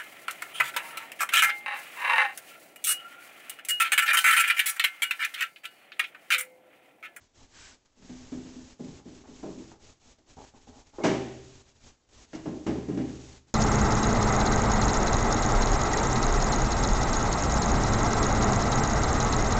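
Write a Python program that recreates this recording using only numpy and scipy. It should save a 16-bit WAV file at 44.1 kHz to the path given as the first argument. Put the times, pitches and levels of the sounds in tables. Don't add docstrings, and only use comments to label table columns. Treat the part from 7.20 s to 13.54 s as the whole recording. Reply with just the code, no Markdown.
import sys
import numpy as np
from scipy import signal
from scipy.fft import rfft, irfft
from scipy.io import wavfile
from scipy.ndimage import uniform_filter1d

SR = 44100
rng = np.random.default_rng(int(sys.argv[2]) if len(sys.argv) > 2 else 0)


def wrap_up_sound(samples):
    columns = np.atleast_2d(samples).T
    tamed = np.clip(columns, -1, 1)
    steps = np.round(tamed * 32767).astype(np.int16)
    wavfile.write(sys.argv[1], SR, steps)


N = 279594
TIME = np.arange(N) / SR
RING = np.arange(SR) / SR

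# (frequency [Hz], t60 [s])
ROOM_T60 = [(70, 1.1), (200, 0.79), (400, 0.76), (1000, 0.58), (2500, 0.73), (7500, 0.62)]
# (start [s], length [s], relative level [dB])
STROKES = [(0.0, 0.0097, -53), (0.133, 0.11, -57), (0.268, 0.28, -60.5), (0.75, 0.044, -58.5),
           (0.805, 0.72, -55.5), (1.577, 0.21, -55.5), (1.832, 0.18, -56.5), (2.045, 0.48, -56.4),
           (2.589, 0.12, -55), (2.792, 0.126, -57.5), (3.057, 0.064, -55.5), (3.154, 0.13, -56.5),
           (3.336, 0.032, -56), (3.401, 0.022, -54.5), (3.459, 0.026, -52), (3.524, 0.085, -57),
           (3.643, 0.038, -57), (3.721, 0.69, -56.5), (4.447, 0.044, -57), (4.539, 0.026, -57),
           (4.597, 0.1, -55), (4.898, 0.141, -55.5), (5.074, 0.82, -58.5), (5.852, 0.32, -54.5),
           (6.266, 0.017, -55)]
# (frequency [Hz], relative density [dB])
HISS_SPECTRUM = [(20, 19.5), (45, 16), (90, 18), (170, 5), (260, 2.5), (450, 3), (900, 1.5), (1400, -1.5),
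                 (3500, -0.5), (5000, -0.5), (6800, 2.5), (8000, -4.5)]
# (start [s], length [s], level [dB])
SWISH_STROKE = (0.31, 0.27, -47)
# (frequency [Hz], relative density [dB])
SWISH_SPECTRUM = [(400, -30), (950, -6.5), (1350, -5.5), (1560, 1.5), (1750, -1.5), (2600, -6), (3400, -6),
                  (8000, -5)]
# (time [s], level [dB])
TICKS = [(0.656, -57.5), (2.985, -59), (4.888, -57.5), (5.149, -44.5), (5.701, -60)]
# (frequency [Hz], relative density [dB])
DRAG_SPECTRUM = [(60, 4.5), (170, -12.5), (260, 6), (340, -11.5), (410, 0.5), (510, -9), (620, -4),
                 (710, -6), (820, 3), (980, -5.5), (1200, -8.5), (2500, -16), (8000, -21)]
# (time [s], level [dB], length [s], brightness [Hz])
SKIDS = [(0.191, -64, 0.032, 1100), (1.79, -56.5, .014, 1500), (2.037, -54, .04, 1400),
         (2.514, -54, 0.032, 1300), (3.169, -48.5, 0.053, 960), (3.336, -52.5, 0.026, 900),
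         (3.467, -50.5, 0.028, 550), (3.524, -52.5, 0.068, 900), (3.731, -53, 0.011, 1300)]
# (time [s], level [dB], length [s], pitch [Hz])
SQUEAK = (3.812, -52, .032, 2180)
# (frequency [Hz], relative density [dB])
PANEL_SPECTRUM = [(40, -34.5), (90, -25.5), (160, -7), (250, 0), (340, -1), (520, -5), (800, -8.5),
                  (1200, -12), (2200, -18.5), (4000, -31), (8000, -39)]
# (frequency [Hz], relative level [dB], t60 [s])
PANEL_MODES = [(60.5, -15, 0.59), (72.7, -10.5, 1.9), (87.6, -15, 1.1), (127, -7.5, 1.18),
               (154.2, -4, 0.34), (182.7, -2.5, 0.44), (232.4, -4, 0.38), (254.3, -6, 0.56),
               (268, -8, 0.62), (300, 0.5, 0.39), (318.6, -5.5, 0.65), (332, -6, 0.78),
               (331.7, -10.5, 0.32), (375, -9, 0.82), (396.4, -8.5, 0.88), (418.6, -3.5, .44),
               (586, -11, 0.27), (630, -7, .46), (670, -17.5, 0.32), (784, -8.5, 0.8), (829, -6, 0.3),
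               (994, -7, 0.29), (1027, -11.5, 0.54), (1056, -11, 0.51)]
# (frequency [Hz], relative density [dB])
CLATTER_SPECTRUM = [(150, -27), (600, 13), (1200, 2), (2000, 0), (2900, -3.5), (3800, -8), (5000, -9),
                    (6000, -7.5), (7600, -13)]
# (frequency [Hz], relative level [dB], t60 [s])
FRAME_MODES = [(1240, -0.5, 0.3), (1648, 1.5, 0.28), (1725, -5, 0.51), (1890, -6.5, 0.77),
               (2005, -6.5, 0.17), (2150, -6, 0.33), (2330, -6, 0.37), (2845, -3.5, .38), (5600, -10, .38)]
# (time [s], level [dB], low edge [Hz], brightness [Hz], note of the spot [Hz], relative clatter [dB])
PUSHES = [(.773, -58, 200, 328, 250.6, -25), (0.821, -55, 130, 260, 181.7, -10),
          (.893, -43, 203, 230, 251.5, -15.5), (1.120, -36, 235, 280, 252, -19.5),
          (1.254, -48, 200, 255, 253, -14), (1.357, -44.5, 242, 250, 253.4, -31),
          (1.594, -39, 196, 363, 241.4, -30), (1.673, -46.5, 100, 300, 157, -31),
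          (1.856, -44, 230, 410, 252.5, -31.5), (2.086, -47.5, 200, 400, 252.7, -32),
          (2.229, -38, 235, 710, 328.3, -26), (2.265, -41.5, 150, 420, 329.5, -36),
          (2.372, -43.5, 172, 354, 252.6, -25), (2.981, -63, 197, 700, 255, -6),
          (3.784, -36, 437, 905, 381.5, -34), (3.836, -27, 186, 600, 183, -4.5),
          (3.844, -26, 210, 1100, 634, -3.5), (3.860, -31.5, 170, 420, 319.6, -7),
          (3.888, -28, 147.6, 420, 386.2, -22), (5.131, -38, 130, 380, 318.5, -9),
          (5.256, -32.5, 149, 670, 308, -19), (5.355, -41.5, 90, 316, 309, -31.5),
          (5.465, -27, 70, 500, 325.7, -13.5), (5.55, -38, 100, 560, 330.7, -22),
          (5.684, -30.5, 169, 344, 288.7, -21.5), (5.718, -32.5, 170, 260, 189.8, -24.5),
          (5.772, -31, 157, 420, 325, -16), (5.803, -35.5, 180, 300, 288, -20),
          (5.878, -46, 200, 320, 318, -10)]


def amp(db):
    return 10 ** (np.asarray(db) / 20)


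def unit_rms(x):
    return x / np.sqrt(np.mean(x ** 2) + 1e-20)


def unit_onset(x):
    return x / np.sqrt(np.mean(x[:SR // 20] ** 2) + 1e-20)


def value_at(points, hz):
    point_hz, value = np.transpose(points)
    return np.interp(np.log(hz + 1), np.log(point_hz + 1), value)


def add(mix, start, sound):
    part = mix[round(start * SR):][:len(sound)]
    part += sound[:len(part)]


def coloured(x, spectrum):
    gain = amp(value_at(spectrum, np.fft.rfftfreq(len(x), 1 / SR)))
    return unit_rms(irfft(rfft(x) * gain, len(x)))


def lowpass(x, hz, order=2):
    return signal.sosfilt(signal.butter(order, np.clip(hz, 30, SR / 3), fs=SR, output="sos"), x)


def highpass(x, hz):
    return signal.sosfilt(signal.butter(2, np.clip(hz, 20, SR / 3), "high", fs=SR, output="sos"), x)


def wander(hz):
    slow = np.fft.rfftfreq(N, 1 / SR) < hz
    return unit_rms(irfft(rfft(rng.standard_normal(N)) * slow, N))


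def gesture(length, attack, release):
    return (1 - np.exp(-RING / attack)) * np.exp(-np.maximum(RING - length, 0) / release)


def room_tone(level_db=-70):
    return amp(level_db) * coloured(rng.standard_normal(N), PANEL_SPECTRUM)


def reflections(spectrum, rise_s):
    hz, t, bands = signal.stft(coloured(rng.standard_normal(SR), spectrum), SR, nperseg=512)
    decay = amp(-60 * t / value_at(ROOM_T60, hz)[:, None])
    tail = signal.istft(bands * decay, SR, nperseg=512)[1][:SR]
    return unit_onset(tail * (1 - np.exp(-RING / rise_s)))


def hiss(rub, gain_db=3.0, rest_db=-67.5, grains_per_s=900, grain_db=-9, flutter_db=0.48):
    grains = unit_rms(rng.standard_normal(N) * (rng.random(N) < grains_per_s / SR))
    noise = coloured(rng.standard_normal(N) + amp(grain_db) * grains, HISS_SPECTRUM)
    gate = np.hypot(rub, amp(rest_db))
    return noise * gate * amp(gain_db + flutter_db * wander(hz=48))


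def rubbing(attack_s=0.026, release_s=0.036):
    power = np.zeros(N)
    for start, length, db in STROKES:
        add(power, start, (amp(db) * gesture(length, attack_s, release_s)) ** 2)
    return np.sqrt(power)


def swish(skew=0.85, steepness=1.13):
    out = np.zeros(N)
    start, length, db = SWISH_STROKE
    speed = abs(np.sin(np.pi * np.minimum(RING / length, 1) ** skew))
    add(out, start, amp(db) * speed ** steepness * coloured(rng.standard_normal(SR), SWISH_SPECTRUM))
    return out


def ticks(attack_s=0.0005, length_s=0.0049, release_s=0.013):
    out = np.zeros(N)
    for start, db in TICKS:
        puff = coloured(rng.standard_normal(SR), HISS_SPECTRUM)
        add(out, start, amp(db) * gesture(length_s, attack_s, release_s) * puff)
    return out


def slips(size, brightness_hz, slips_per_s=1400, lowest_hz=60):
    jolts = rng.standard_normal(size) * (rng.random(size) < slips_per_s / SR)
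    shudder = coloured(jolts, DRAG_SPECTRUM)
    return unit_rms(highpass(lowpass(shudder, brightness_hz), lowest_hz))


def drag(rub, gain_db=-6):
    return amp(gain_db) * rub * slips(N, brightness_hz=422)


def skids(attack_s=0.0006, release_s=0.042):
    out = np.zeros(N)
    for start, db, length, brightness_hz in SKIDS:
        add(out, start, amp(db) * gesture(length, attack_s, release_s) * slips(SR, brightness_hz))
    return out


def squeak(waver=0.0089):
    start, db, length, pitch_hz = SQUEAK
    progress = np.clip((TIME - start) / length, 0, 1)
    cycles = np.cumsum(pitch_hz * (1 + waver * wander(hz=140))) / SR
    return amp(db) * np.sqrt(2) * np.sin(np.pi * progress) * np.sin(2 * np.pi * cycles)


def ring(modes):
    hz, db, t60 = np.transpose(modes)[:, :, None]
    return amp(db - 60 * RING / t60) * np.sin(2 * np.pi * hz * RING)


def strike(ringing):
    return unit_onset(rng.choice([-1., 1.], len(ringing)) @ ringing)


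def frame_clatter(frame, crack, ring_db=-9):
    clack = crack * reflections(CLATTER_SPECTRUM, rise_s=0.0016)
    return unit_onset(clack + amp(ring_db) * strike(frame))


def contact(panel, lowest_hz, brightness_hz, crack, room_db=-3):
    body = strike(panel) + amp(room_db) * crack * reflections(PANEL_SPECTRUM, rise_s=0.00083)
    return unit_onset(highpass(lowpass(body, brightness_hz), lowest_hz))


def spot_note(note_hz, brightness_hz, gain_db=1, pivot_hz=302, db_per_octave=-9, rise_s=0.0057):
    panel_t60 = sorted((hz, t60) for hz, _, t60 in PANEL_MODES)
    note = ring([(note_hz, 0, value_at(panel_t60, note_hz))])[0]
    note_db = gain_db + db_per_octave * np.log2(brightness_hz / pivot_hz)
    return amp(note_db) * unit_onset(note * (1 - np.exp(-RING / rise_s)))


def knocks(wall_delay_s=0.017, wall_db=-0.5, wall_dulling=0.74, crack_db=-2, crack_decay_s=0.014):
    out, panel, frame = np.zeros(N), ring(PANEL_MODES), ring(FRAME_MODES)
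    crack = 1 + amp(crack_db) * np.exp(-RING / crack_decay_s)
    fade = np.minimum(1, (1 - RING) * 10)
    for start, db, lowest_hz, brightness_hz, note_hz, clatter_db in PUSHES:
        body = contact(panel, lowest_hz, brightness_hz, crack)
        wall_hit = contact(panel, wall_dulling * lowest_hz, wall_dulling * brightness_hz, crack)
        add(body, wall_delay_s, amp(wall_db) * wall_hit)
        body = unit_onset(unit_onset(body) + spot_note(note_hz, brightness_hz))
        clatter = amp(clatter_db) * frame_clatter(frame, crack)
        add(out, start, amp(db) * (body + clatter) * fade)
    return out


def scene():
    rub = rubbing()
    return (knocks() + drag(rub) + skids() + squeak() + hiss(rub) + swish() + room_tone() + ticks())[None]


def record(dry, threshold_db=-56, slope=0.52, listen_hz=1200, edge_hz=8050):
    treble = lowpass(highpass(dry[0], listen_hz), edge_hz, order=6)
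    treble_db = 10 * np.log10(abs(uniform_filter1d(treble ** 2, size=700)) + 1e-12)
    suppressed = dry * amp(slope * np.minimum(treble_db - threshold_db, 0))
    band_limit = signal.firwin(255, edge_hz, window=("kaiser", 8), fs=SR)
    return signal.oaconvolve(suppressed, band_limit[None], "same")


dry = scene()
out = record(dry)
wrap_up_sound(out)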